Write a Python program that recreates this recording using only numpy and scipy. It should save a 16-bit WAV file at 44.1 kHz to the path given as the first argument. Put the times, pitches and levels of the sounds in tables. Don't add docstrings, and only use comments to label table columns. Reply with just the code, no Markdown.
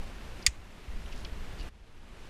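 import sys
import numpy as np
from scipy import signal
from scipy.fft import rfft, irfft
from scipy.io import wavfile
from scipy.ndimage import uniform_filter1d

SR = 44100
rng = np.random.default_rng(int(sys.argv[2]) if len(sys.argv) > 2 else 0)


def store_pcm(level_fs):
    pcm = np.round(np.clip(level_fs, -1, 1) * 32767).astype(np.int16)
    wavfile.write(sys.argv[1], SR, np.atleast_2d(pcm).T)


def volts_from_db(level):
    exponent = np.asarray(level, float) / 20
    return 10 ** exponent


N = 101121

# (time [s], level [dB])
SNAP_EVENTS = [
    (0.4641, -10),
    (.4648, -5.5),
    (.4656, -11),
    (.4662, -12.5),
    (0.4672, -6),
    (.4689, -19),
    (.4706, -18.5),
    (.4731, -24.5),
    (.4785, -33.5),
]
# (frequency [Hz], level [dB], T60 [s])
BODY_MODES = [(1170, -10, .03), (1642, -24.5, 0.038), (2010, -8.5, .03), (2152, -13.5, .022),
              (2440, -14.5, .022), (2600, -7, 0.01), (3437, -8.5, .016), (3590, -12.5, 0.02),
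              (4627, 0, 0.011), (4920, -4, 0.012), (5280, -9, 0.012), (6720, -4, 0.014), (7500, -6.5, .014),
              (8430, -6, 0.0074)]
# (frequency [Hz], density [dB per Hz])
CRACK_SPECTRUM = [(1400, -20.5), (2200, -6.5), (3000, -12), (4700, -12.5), (5800, -7.5), (7500, 1),
                  (10000, -7), (15500, -30)]
# (frequency [Hz], density [dB per Hz])
TAIL_SPECTRUM = [(1400, -13.5), (2060, -0.5), (3000, -8), (4500, -11), (6800, -4), (8500, -10.5),
                 (11000, -25), (15000, -39.5)]
# (time [s], level [dB], frequency [Hz], T60 [s])
THUMP_EVENTS = [
    (.4765, -19, 55, .14),
    (.878, -26, 55, .14),
    (1.318, -26, 55, .08),
    (1.597, -26, 30, .14),
]
# (time [s], level [dB], frequency [Hz], T60 [s])
TICK_EVENTS = [
    (.4254, -42, 4900, .025),
    (.8814, -49, 2300, .03),
    (1.058, -48, 3000, .07),
    (1.122, -46, 2800, .06),
    (1.123, -48, 5200, .05),
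    (1.2476, -37, 4800, .02),
    (1.248, -40, 4200, .025),
    (1.2485, -39, 3200, .035),
    (1.252, -45, 2500, .04),
]
# (start [s], length [s], level [dB], frequency [Hz], relative width [1])
BRUSH_EVENTS = [
    (.16, .06, -59, 1400, .4),
    (1.13, .1, -54, 3450, .14),
    (1.14, .08, -58, 1800, .25),
    (1.14, .09, -58, 5200, .6),
    (1.59, .042, -51, 2800, .14),
    (1.582, .04, -55, 4600, .12),
    (1.585, .055, -56, 3600, .9),
    (1.0, .1, -71, 10500, .06),
    (1.12, .14, -71, 10500, .06),
    (1.585, .07, -71, 10500, .06),
]
# (frequency [Hz], density [dB per Hz])
HISS_SPECTRUM = [(53, -29.5), (90, -6.5), (213, -4.5), (294, -8.5), (443, -10), (515, -12.5), (2710, -18.5),
                 (13300, -39), (15500, -49.5)]
# (frequency [Hz], density [dB per Hz])
RUMBLE_SPECTRUM = [(7.1, -14), (12, 5.5), (31, -5.5), (70, -10.5), (97, -20.5), (160, -36), (210, -64),
                   (350, -120)]
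# (time [s], level [dB])
GUST_LEVEL = [(0, -39), (.1, -43), (.3, -42), (.45, -43.5), (.52, -56), (.59, -42), (.74, -45.5),
              (.85, -50), (.92, -39.5), (.97, -36.5), (1.05, -40), (1.3, -36), (1.48, -38), (1.682, -37.5),
              (1.7, -48), (1.93, -48), (2.15, -46), (2.29, -51)]
# (time [s], gain [dB])
RECORDER_GAIN = [(0, 0), (.3, 0), (.46, 0.5), (.5, -5.5), (.62, -5), (.85, -3), (1.1, 0), (1.3, -0.5),
                 (1.686, 0.65), (1.698, -13.5), (1.8, -12.5), (2.0, -8.5), (2.15, -5), (2.29, -3)]


def evened(x):
    return x / np.sqrt(np.mean(x ** 2) + 1e-20)


def curve(points):
    return np.interp(np.arange(N) / SR, *np.transpose(points))


def add(mix, start_s, sound):
    part = mix[round(start_s * SR):][:len(sound)]
    part += sound[:len(part)]


def coloured(x, spectrum):
    bin_hz = np.fft.rfftfreq(len(x), 1 / SR)
    point_hz, point_db = np.transpose(spectrum)
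    bin_db = np.interp(np.log(bin_hz + 1), np.log(point_hz + 1), point_db, -80, -80)
    return evened(irfft(rfft(x) * volts_from_db(bin_db), len(x)))


def banded(x, hz, width):
    b, a = signal.iirpeak(min(hz, SR / 2.2), 1 / np.clip(width, .02, 2), SR)
    once = signal.lfilter(b, a, x)
    return evened(signal.lfilter(b, a, once))


def dying(t60_s, t, rise_s=0.0001):
    return np.minimum(t / rise_s, 1) * volts_from_db(-60 * t / t60_s)


def snip():
    ring_db, crack_db, crack_t60_s, rise_turns = -5.5, -8, 0.0044, 1.4
    bay_db, bay_t60_s, garage_db, garage_t60_s = -22, 0.053, -43.5, 0.26
    low_hz, top_hz, knee = 1540, 15000, .62
    size = 9000
    t, out = np.arange(size) / SR, np.zeros(N)
    phases = rng.random((len(SNAP_EVENTS), len(BODY_MODES))) * 2 * np.pi
    noise = coloured(rng.standard_normal(N), CRACK_SPECTRUM)
    for k, (start_s, db) in enumerate(SNAP_EVENTS):
        ring = np.zeros(size)
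        for (hz, mode_db, t60_s), phase in zip(BODY_MODES, phases[k]):
            envelope = volts_from_db(mode_db) * dying(t60_s, t, rise_turns / hz)
            ring += envelope * np.sin(2 * np.pi * hz * t + phase)
        crack = dying(crack_t60_s, t) * noise[k * size:][:size]
        add(out, start_s, volts_from_db(db) * (volts_from_db(ring_db) * ring + volts_from_db(crack_db) * crack))
    bay = volts_from_db(bay_db) * dying(bay_t60_s, t, 0.0012)
    garage = volts_from_db(garage_db) * dying(garage_t60_s, t, 0.014)
    tail = (bay + garage) * coloured(rng.standard_normal(size), TAIL_SPECTRUM)
    add(out, SNAP_EVENTS[0][0], tail)
    band = signal.butter(7, [low_hz, top_hz], "bandpass", fs=SR, output="sos")
    return signal.sosfilt(band, knee * np.tanh(out / knee))


def thumps():
    t, out = np.arange(9000) / SR, np.zeros(N)
    for start_s, db, hz, t60_s in THUMP_EVENTS:
        swing = np.sin(2 * np.pi * hz * (t - .004))
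        add(out, start_s, volts_from_db(db) * dying(t60_s, t, .008) * swing)
    return out


def ticks():
    size, relative_width = 3000, .24
    t, out = np.arange(size) / SR, np.zeros(N)
    noises = rng.standard_normal((len(TICK_EVENTS), size))
    for (start_s, db, hz, t60_s), noise in zip(TICK_EVENTS, noises):
        burst = dying(t60_s, t, 0.0011) * banded(noise, hz, relative_width)
        add(out, start_s, volts_from_db(db) * burst)
    return out


def brushes():
    grit_per_s, grit_db = 500, 4.5
    size, out = SR // 2, np.zeros(N)
    draws = rng.random((len(BRUSH_EVENTS), 2, size))
    for (start_s, length_s, db, hz, width), (chance, strength) in zip(BRUSH_EVENTS, draws):
        hits = chance < grit_per_s / SR
        sign = np.sign(strength[::-1] - .5)
        grit = hits * volts_from_db(-grit_db * np.log(strength + 1e-3)) * sign
        progress = np.minimum(np.arange(size) / SR / length_s, 1)
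        add(out, start_s, volts_from_db(db) * np.sin(np.pi * progress) * banded(grit, hz, width))
    return out


def air():
    hiss_db, patch_db, flicker_db = -49, 0.34, 0.59
    hiss = coloured(rng.standard_normal(N), HISS_SPECTRUM)
    _, t, z = signal.stft(hiss, SR, nperseg=512)
    patches = uniform_filter1d(rng.standard_normal(z.T.shape), size=8, axis=0)
    patches = evened(uniform_filter1d(patches, size=8, axis=1)).T
    flicker = evened(uniform_filter1d(rng.standard_normal(len(t)), size=3))
    z = z * volts_from_db(patch_db * patches + flicker_db * flicker)
    return volts_from_db(hiss_db) * signal.istft(z, SR, nperseg=512)[1][:N]


def rumble():
    level_db = curve(GUST_LEVEL) - curve(RECORDER_GAIN)
    return volts_from_db(level_db) * coloured(rng.standard_normal(N), RUMBLE_SPECTRUM)


def scene():
    return (snip() + thumps() + ticks() + brushes() + air() + rumble())[None]


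def roll_off(x):
    return signal.sosfilt(signal.butter(12, 16180, fs=SR, output="sos"), x)


def record(dry):
    change_s, dull_hz, full_hz, loud_db = 1.69, 12700, 15250, -92
    dull_rise_hz_per_s = 900
    hz, t, z = signal.stft(dry * volts_from_db(curve(RECORDER_GAIN)), SR, nperseg=2048, noverlap=1536)
    luck = rng.random((len(t) // 3 + 1, 1025 // 8 + 1))
    luck = np.repeat(np.repeat(luck, 3, axis=0), 8, axis=1)[:len(t), :1025].T
    late_edge_hz = dull_hz + dull_rise_hz_per_s * np.maximum(t - 2, 0)
    edge_hz = np.where(t > change_s, late_edge_hz, full_hz)
    height = ((hz[:, None] - dull_hz) / (full_hz - dull_hz)).clip(0)
    keep = (luck > height ** 2.2 * .9) & (hz[:, None] < edge_hz)
    loud = uniform_filter1d(abs(z[0]), size=25, axis=0) > volts_from_db(loud_db)
    mix = signal.istft(z * (keep | loud), SR, nperseg=2048, noverlap=1536)[1][:, :N]
    return roll_off(mix)


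dry = scene()
out = record(dry)
store_pcm(out)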